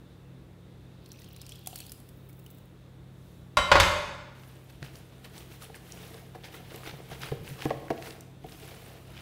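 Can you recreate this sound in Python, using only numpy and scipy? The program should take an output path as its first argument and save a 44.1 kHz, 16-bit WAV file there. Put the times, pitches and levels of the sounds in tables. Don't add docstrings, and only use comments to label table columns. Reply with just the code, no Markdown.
import sys
import numpy as np
from scipy import signal
from scipy.fft import rfft, irfft, next_fast_len
from scipy.io import wavfile
from scipy.ndimage import map_coordinates

SR = 44100
rng = np.random.default_rng(int(sys.argv[2]) if len(sys.argv) > 2 else 0)


def inscribe(sig):
    pcm = np.round(np.clip(np.atleast_2d(sig).T, -1, 1) * 32767)
    wavfile.write(sys.argv[1], SR, pcm.astype(np.int16))


def undo_db(level):
    steps = np.asarray(level, float) / 20
    return 10 ** steps


N = 406373


def unit(x):
    return x / np.sqrt(np.mean(x ** 2) + 1e-20)


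def along(points, hz):
    point_hz, value = np.transpose(points)
    return np.interp(np.log(hz + 1), np.log(point_hz + 1), value)


def levels(rows):
    seconds, *columns = np.transpose(rows)
    t = np.arange(N) / SR
    return [undo_db(np.interp(t, seconds, db, left=-120, right=-120)) for db in columns]


def filtered(x, response):
    size = 2 * next_fast_len(len(x) // 2 + SR // 8)
    spectrum = rfft(x, size) * response(np.fft.rfftfreq(size, 1 / SR))
    return irfft(spectrum, size)[:len(x)]


def resonances(modes):
    def response(hz):
        total = 0
        for k, (centre, width, db) in enumerate(modes):
            damping = 1j * hz * width
            total = total + (-1) ** k * undo_db(db) * damping / (centre * centre - hz * hz + damping)
        return total
    return response


def causal(spectrum):
    def response(hz):
        cepstrum = irfft(np.log(undo_db(along(spectrum, hz))))
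        half = len(cepstrum) // 2
        folded = np.r_[cepstrum[0], 2 * cepstrum[1:half], np.zeros(len(cepstrum) - half)]
        return np.exp(rfft(folded))
    return response


def coloured(x, spectrum):
    return unit(filtered(x, lambda hz: undo_db(along(spectrum, hz))))


def wobble(rate):
    points = rng.standard_normal(int(N * rate / SR) + 4)
    return map_coordinates(points, [np.arange(N) * rate / SR])


def add(track, s, sound):
    part = track[round(s * SR):][:len(sound)]
    part += sound[:len(part)]


def crackle(per_second, spread_db, life, bed):
    starts = rng.random(N) < per_second / SR
    sizes = starts * undo_db(spread_db * np.clip(rng.standard_normal(N), -2, 2))
    envelope = signal.lfilter([1], [1, -np.exp(-1 / (life * SR))], sizes)
    return (unit(envelope) + bed) * rng.standard_normal(N)


def puff(t60, colour):
    t = np.arange(2048) / SR
    click = 2.35 * (t == 0)
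    burst = filtered((rng.standard_normal(len(t)) + click) * undo_db(-60 * t / t60), colour)
    return burst / np.abs(burst).max()


def bubble(hz, cycles):
    u = np.arange(512) / SR * hz / cycles
    swell = np.e * u * np.exp(-u)
    return swell * np.sin(2 * np.pi * cycles * u * (1 + 0.012 * (u - 1)))


def swarm(span, count, low_hz, octaves, cycles, spread_db):
    out, (start, end) = np.zeros(N), span
    for when, pitch, size in rng.random((count, 3)):
        one = bubble(low_hz * 2 ** (octaves * pitch), cycles)
        add(out, start + when * (end - start), undo_db(spread_db * size) * one)
    return unit(out) * np.sqrt((end - start) * SR / N)


def ringing(modes, tilt_db):
    t = np.arange(SR // 2) / SR
    ring = np.zeros(len(t))
    for (hz, db, t60), chance_db in zip(modes, rng.normal(0, 1.5, len(modes))):
        start_db = db + chance_db + tilt_db * np.log2(hz / 1000)
        ring += undo_db(start_db - 60 * t / t60) * np.sin(2 * np.pi * hz * t)
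    return ring * (1 - np.exp(-t / 0.00099))


# (frequency [Hz], relative level [dB per Hz])
HUSH_COLOUR = [(15, -62), (25, -47), (49, -5), (102, -14), (134, -14), (236, -12), (256, -14), (326, -13),
               (624, -22), (677, -24.5), (2160, -33.5), (2480, -36.5), (3720, -38), (4870, -44.5),
               (16000, -48)]
# (frequency [Hz], relative level [dB])
HUM = [(65.1, -61.5), (97.7, -58.5), (130.3, -53), (173.6, -58.5)]
# (frequency [Hz], width [Hz], middle level [dB rms])
WHINE = [(2640, 160, -79.5), (3630, 450, -73.5)]


def room_tone():
    t = np.arange(N) / SR
    out = undo_db(-55) * coloured(rng.standard_normal(N), HUSH_COLOUR)
    for hz, db in HUM:
        gain = undo_db(db + 2 + 1.74 * wobble(6))
        out += gain * np.sin(2 * np.pi * hz * t + 0.82 * wobble(2.7))
    for hz, width, db in WHINE:
        band = unit(filtered(rng.standard_normal(N), resonances([(hz, width, 0)])))
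        out += undo_db(db + 2.9 * wobble(8.1)) * band
    return out


# (frequency [Hz], time to fall 60 dB [s])
KITCHEN = [(100, 0.81), (500, 0.95), (2000, 0.91), (6000, 0.79), (14000, 0.6)]


def kitchen(x):
    hz, t, noise = signal.stft(rng.standard_normal(SR), SR, nperseg=256)
    fade = undo_db(-60 * t / along(KITCHEN, hz)[:, None])
    tail = signal.istft(noise * fade, SR, nperseg=256)[1]
    late = np.pad(x, (200, 0))
    return signal.fftconvolve(late, tail / np.linalg.norm(tail))[:N]


# (frequency [Hz], relative level [dB per Hz])
FIZZ = [(3000, -12), (6000, -2), (15500, -1.5)]


def rustle():
    swell = np.exp(-((np.arange(N) / SR - 3.3) / 0.17) ** 2)
    return undo_db(-69) * swell * coloured(rng.standard_normal(N), FIZZ)


# (frequency [Hz], relative level [dB per Hz])
SPATTER = [(2940, -29), (5000, -22), (6130, -27), (7550, -5), (15500, 10.5)]
# (time [s], relative level [dB])
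FLOW = [(1.0, -75), (1.11, -64), (1.3, -65.5), (1.52, -61), (1.64, -67), (1.68, -70), (1.78, -52.5),
        (1.9, -63), (2.05, -64), (2.5, -60.5), (2.7, -76)]
# (time [s], splat peak level [dB], bubble pitch [Hz], bubble level [dB])
DROPS = [(1.06, -46, 4150, -51), (1.1177, -39, 5600, -40), (1.192, -46, 3520, -61),
         (1.2184, -45, 1900, -59), (1.244, -41, 3020, -60), (1.3633, -39.5, 3860, -54),
         (1.4159, -34.5, 5100, -42), (1.465, -39, 4600, -47), (1.493, -32.5, 2860, -49),
         (1.5205, -37.5, 3230, -40), (1.5564, -41, 3280, -46), (1.6608, -38, 3270, -43),
         (1.6721, -22, 5500, -49), (1.7295, -41, 2780, -46), (1.758, -27, 4350, -37),
         (1.7877, -34, 4160, -53), (1.8033, -29, 4220, -38.5), (1.866, -37, 4600, -49),
         (1.895, -38, 4900, -41), (1.919, -29, 4930, -58), (2.0018, -42.5, 4320, -66),
         (2.0897, -41.5, 3170, -68), (2.2953, -47, 2200, -59), (2.33, -45, 3580, -66),
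         (2.396, -46, 2610, -61), (2.4632, -37, 2890, -49.5), (2.503, -42, 3570, -66),
         (2.5845, -47, 1530, -66)]
# (time [s], starting level [dB])
SLAPS = [(1.672, -35.5), (1.73, -40.5)]


def pour():
    flow, = levels(FLOW)
    start, end = FLOW[0][0], FLOW[-1][0]
    unbroken = 1 / (1 + np.exp((np.arange(N) / SR - 1.88) / 0.05))
    spatter = coloured(crackle(140, spread_db=16, life=0.0012, bed=0.53), SPATTER)
    gurgle = swarm((start, end), count=800, low_hz=2430, octaves=1.23, cycles=1.8, spread_db=14)
    out = undo_db(0.5) * flow * spatter + undo_db(2) * flow * unbroken * gurgle
    for s, splat_db, hz, bubble_db in DROPS:
        splat_hz = 6740 * 2 ** (0.79 * (s - start))
        splat = puff(0.021, resonances([(splat_hz, 0.78 * splat_hz, 0), (2000, 2500, -8)]))
        add(out, s, undo_db(splat_db) * splat)
        add(out, s, undo_db(bubble_db) * bubble(hz, cycles=4.6))
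    t = np.arange(1800) / SR
    for s, db in SLAPS:
        add(out, s, undo_db(db - 60 * t / 0.033) * np.sin(2 * np.pi * 740 * t))
    return out


# (time [s], clang peak level [dB], pan ring level [dB], grate ring level [dB], brightness [dB per octave])
LANDINGS = [(3.570, -10.5, -53, -18, 1), (3.586, -13.5, -35, -30, -2.5), (3.716, -4.5, -17, -26, -1.5),
            (3.755, -6, -23.5, -21.5, -3), (3.765, -15, -30, -37, -1), (3.800, -4, -23.5, -27, 2.5),
            (3.832, -12.5, -28.5, -40, 0)]
# (frequency [Hz], relative level [dB], time to fall 60 dB [s])
PAN = [(550.4, -5.5, 0.32), (574, -0.5, 0.34), (833, -6, 0.11), (966, -3.5, .18), (1434, -2, .1),
       (1700, -8, 0.35), (2223, -9.5, 0.14), (2519, -9, .25), (2850, -10, .15), (3488, -14, .2),
       (4500, -7, 0.069), (5130, -16, .2), (6460, -23, .3), (7410, -29.5, .3)]
# (frequency [Hz], relative level [dB], time to fall 60 dB [s])
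GRATE = [(599, -3, 0.32), (1043, 4.5, 0.059), (1095, 0.5, 0.12), (1395, 0.5, .07), (2092, -4, 0.32),
         (2680, -7.5, .06), (3050, -15.5, .3), (3875, -6, .12), (4650, -18.5, .13), (5810, -25, 0.33),
         (7811, -29, 0.32), (8600, -30, 0.25), (9200, -30, .25), (10200, -34.5, .2)]
# (frequency [Hz], relative level [dB per Hz])
CLANG = [(100, -26.5), (300, -13), (1000, 1), (3000, -6.5), (6000, -16.5), (16000, -38.5)]


def pan():
    out, t = np.zeros(N), np.arange(SR // 2) / SR
    thud = sum(level * np.sin(2 * np.pi * hz * t) for hz, level in [(81, 1), (50, 0.86), (172, 0.53)])
    thud = thud * (1 - np.exp(-t / 0.011))
    for s, clang_db, pan_db, grate_db, tilt_db in LANDINGS:
        add(out, s, undo_db(pan_db) * ringing(PAN, tilt_db) + undo_db(grate_db) * ringing(GRATE, tilt_db))
        clang = [(hz, db + tilt_db * np.log2(hz / 1000)) for hz, db in CLANG]
        add(out, s, undo_db(clang_db) * puff(0.067, causal(clang)))
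        thud_db = clang_db - 12 + 0.5 * tilt_db
        add(out, s, undo_db(thud_db - 60 * t / 0.13) * thud)
    return out


# (time of peak [s], scrape level [dB], time to fade by 20 dB [s], wet fizz against scrape [dB])
DRAGS = [(4.44, -68, 0.26, -1), (4.7, -58, 0.02, -8), (4.85, -48.5, 0.05, -10), (4.96, -62, 0.08, 2),
         (5.251, -49, 0.03, -10), (5.378, -53, .1, -2.5), (5.53, -55.5, 0.06, -2.5),
         (5.629, -46, 0.0453, -5), (5.759, -49, 0.03, -7.5), (5.91, -60.5, 0.25, -1.5),
         (6.15, -63.5, 0.16, -5), (6.355, -51, 0.01, -9), (6.455, -44, 0.04, -11.5), (6.55, -45, 0.05, -9),
         (6.74, -50, 0.11, -8.5), (6.868, -42.5, 0.06, -12), (7.12, -46.5, 0.05, -11.5),
         (7.24, -45, 0.1, -9), (7.491, -49, 0.1, -3.5), (7.63, -44, 0.1, -8.5), (7.91, -40.5, -0.01, -17),
         (8.06, -48, 0.1, -6), (8.52, -57, 0.2, -2.5), (9.18, -52, 0.17, -13)]


def drags():
    s, db, fade, wet_db = np.transpose(DRAGS)[:, :, None]
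    t = np.arange(0, N + 64, 64) / SR
    away = np.maximum((t - s) / fade, (s - t) / (0.67 * fade))
    scrape = undo_db(db - 20 * away ** 1.44)
    fizz = scrape * undo_db(wet_db)
    return [np.interp(np.arange(N) / SR, t, gain.sum(axis=0)) for gain in (scrape, fizz)]


# (time [s], relative level [dB])
EFFORT = [(4.35, -68), (4.75, -67), (5.0, -68.5), (5.15, -65.5), (5.8, -67), (6.05, -55), (6.3, -66.5),
          (6.9, -59), (7.05, -60), (7.3, -56.5), (7.45, -66), (7.8, -61), (8.1, -58.5), (8.4, -88.5),
          (8.47, -76), (8.65, -54.5), (8.9, -57), (9.21, -69)]
# (frequency [Hz], relative level [dB per Hz])
SQUELCH = [(530, -4), (900, 2.5), (1150, -7), (1460, -2.5), (2980, 1), (6000, -10.5), (7800, -24),
           (13200, -120)]
# (time [s], peak level [dB], colour [Hz])
SNAPS = [(4.435, -41, 1680), (4.828, -29, 2220), (4.956, -37, 4650), (5.3795, -35, 5000),
         (5.5228, -43, 2970), (5.622, -36, 3000), (5.7446, -35.5, 1670), (5.9217, -29.5, 5200),
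         (5.9748, -44, 2160), (6.1436, -39, 4000), (6.4365, -40, 2680), (6.76, -30.5, 11500),
         (6.8342, -34.5, 1500), (6.878, -43, 2870), (7.218, -35, 4690), (7.234, -27, 1870),
         (7.4772, -34, 2250), (7.5, -35.5, 2150), (7.6213, -24.5, 1910), (7.6965, -33, 2050),
         (7.883, -35, 1733), (7.9782, -36, 2290), (8.0242, -29.5, 2567), (8.107, -30, 3090),
         (8.208, -33.5, 8000), (8.522, -39, 3760), (8.599, -42, 9000), (9.1774, -37, 2410)]
# (time [s], peak level [dB], strongest pitch [Hz], thump level [dB])
KNOCKS = [(4.822, -37, 229, -33), (5.698, -40, 975, -41.5), (6.348, -35, 660, -49),
          (6.712, -36.5, 681, -48), (6.871, -41, 861, -54), (6.934, -36.5, 318, -36.5),
          (7.112, -33, 755, -36), (7.232, -53, 708, -40), (7.317, -21.5, 412, -26), (7.411, -52, 412, -33),
          (7.509, -43, 441, -33.5), (7.654, -16, 350, -24.5), (7.705, -17.5, 560, -38),
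          (7.903, -15, 490, -30), (8.441, -32.5, 458, -38), (8.63, -43, 299, -44)]
# (frequency [Hz], width [Hz], relative level [dB])
BOWL = [(221, 47, -5.5), (333, 52, 0), (456.6, 37, 4), (560, 60, -3), (653, 44, -1), (761, 67, -2),
        (1076, 165, -11.5), (1680, 43, -10.5), (2160, 270, -16)]


def stir():
    churn, = levels(EFFORT)
    drag, wet = drags()
    span = EFFORT[0][0], EFFORT[-1][0]
    pockets = swarm(span, count=2500, low_hz=1089, octaves=2.29, cycles=1.55, spread_db=15)
    grains = coloured(crackle(400, spread_db=1, life=0.0045, bed=0.15), SQUELCH)
    out = (churn + drag) * (0.41 * pockets + 0.77 * grains)
    strands = swarm(span, count=260, low_hz=8000, octaves=0.9, cycles=2.2, spread_db=14)
    hiss = coloured(rng.standard_normal(N), FIZZ)
    out += (undo_db(-3.5) * churn + wet) * (0.99 * hiss + 0.37 * strands)
    rumble = unit(filtered(crackle(130, spread_db=6.5, life=0.0091, bed=0.27), resonances(BOWL)))
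    out += (undo_db(1) * churn + undo_db(-10) * drag) * rumble
    for s, db, hz in SNAPS:
        band = resonances([(hz, 0.9 * hz, 0)])
        add(out, s, undo_db(db) * puff(0.01, lambda f: band(f) ** 2))
    t = np.arange(SR // 5) / SR
    edge = resonances([(1700, 2600, 0)])
    for s, db, hz, thump_db in KNOCKS:
        struck = [(c, width, level - 4 * abs(np.log2(c / hz))) for c, width, level in BOWL]
        ring = filtered(puff(0.045, lambda f: 1), resonances(struck))
        add(out, s, undo_db(db) * ring / np.abs(ring).max())
        add(out, s, undo_db(db - 13) * puff(0.015, lambda f: edge(f) ** 2))
        add(out, s, undo_db(thump_db - 60 * t / 0.14) * np.sin(2 * np.pi * 140 * t))
    return out


def scene():
    near, bowl, far = pour() + rustle(), stir(), pan()
    echo = kitchen(undo_db(-9) * near + undo_db(-9) * bowl + undo_db(-4) * far)
    return (near + bowl + far + echo + room_tone())[None]


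def low_pass(x):
    return signal.sosfilt(signal.butter(12, 17040, fs=SR, output="sos"), x)


def record(dry):
    soft = dry[0] / (1 + np.abs(dry[0] / 0.7) ** 4) ** 0.25
    dull = filtered(soft, lambda hz: np.where(hz < 15750, 1, undo_db(-24)))
    return low_pass(dull[None])


dry = scene()
out = record(dry)
inscribe(out)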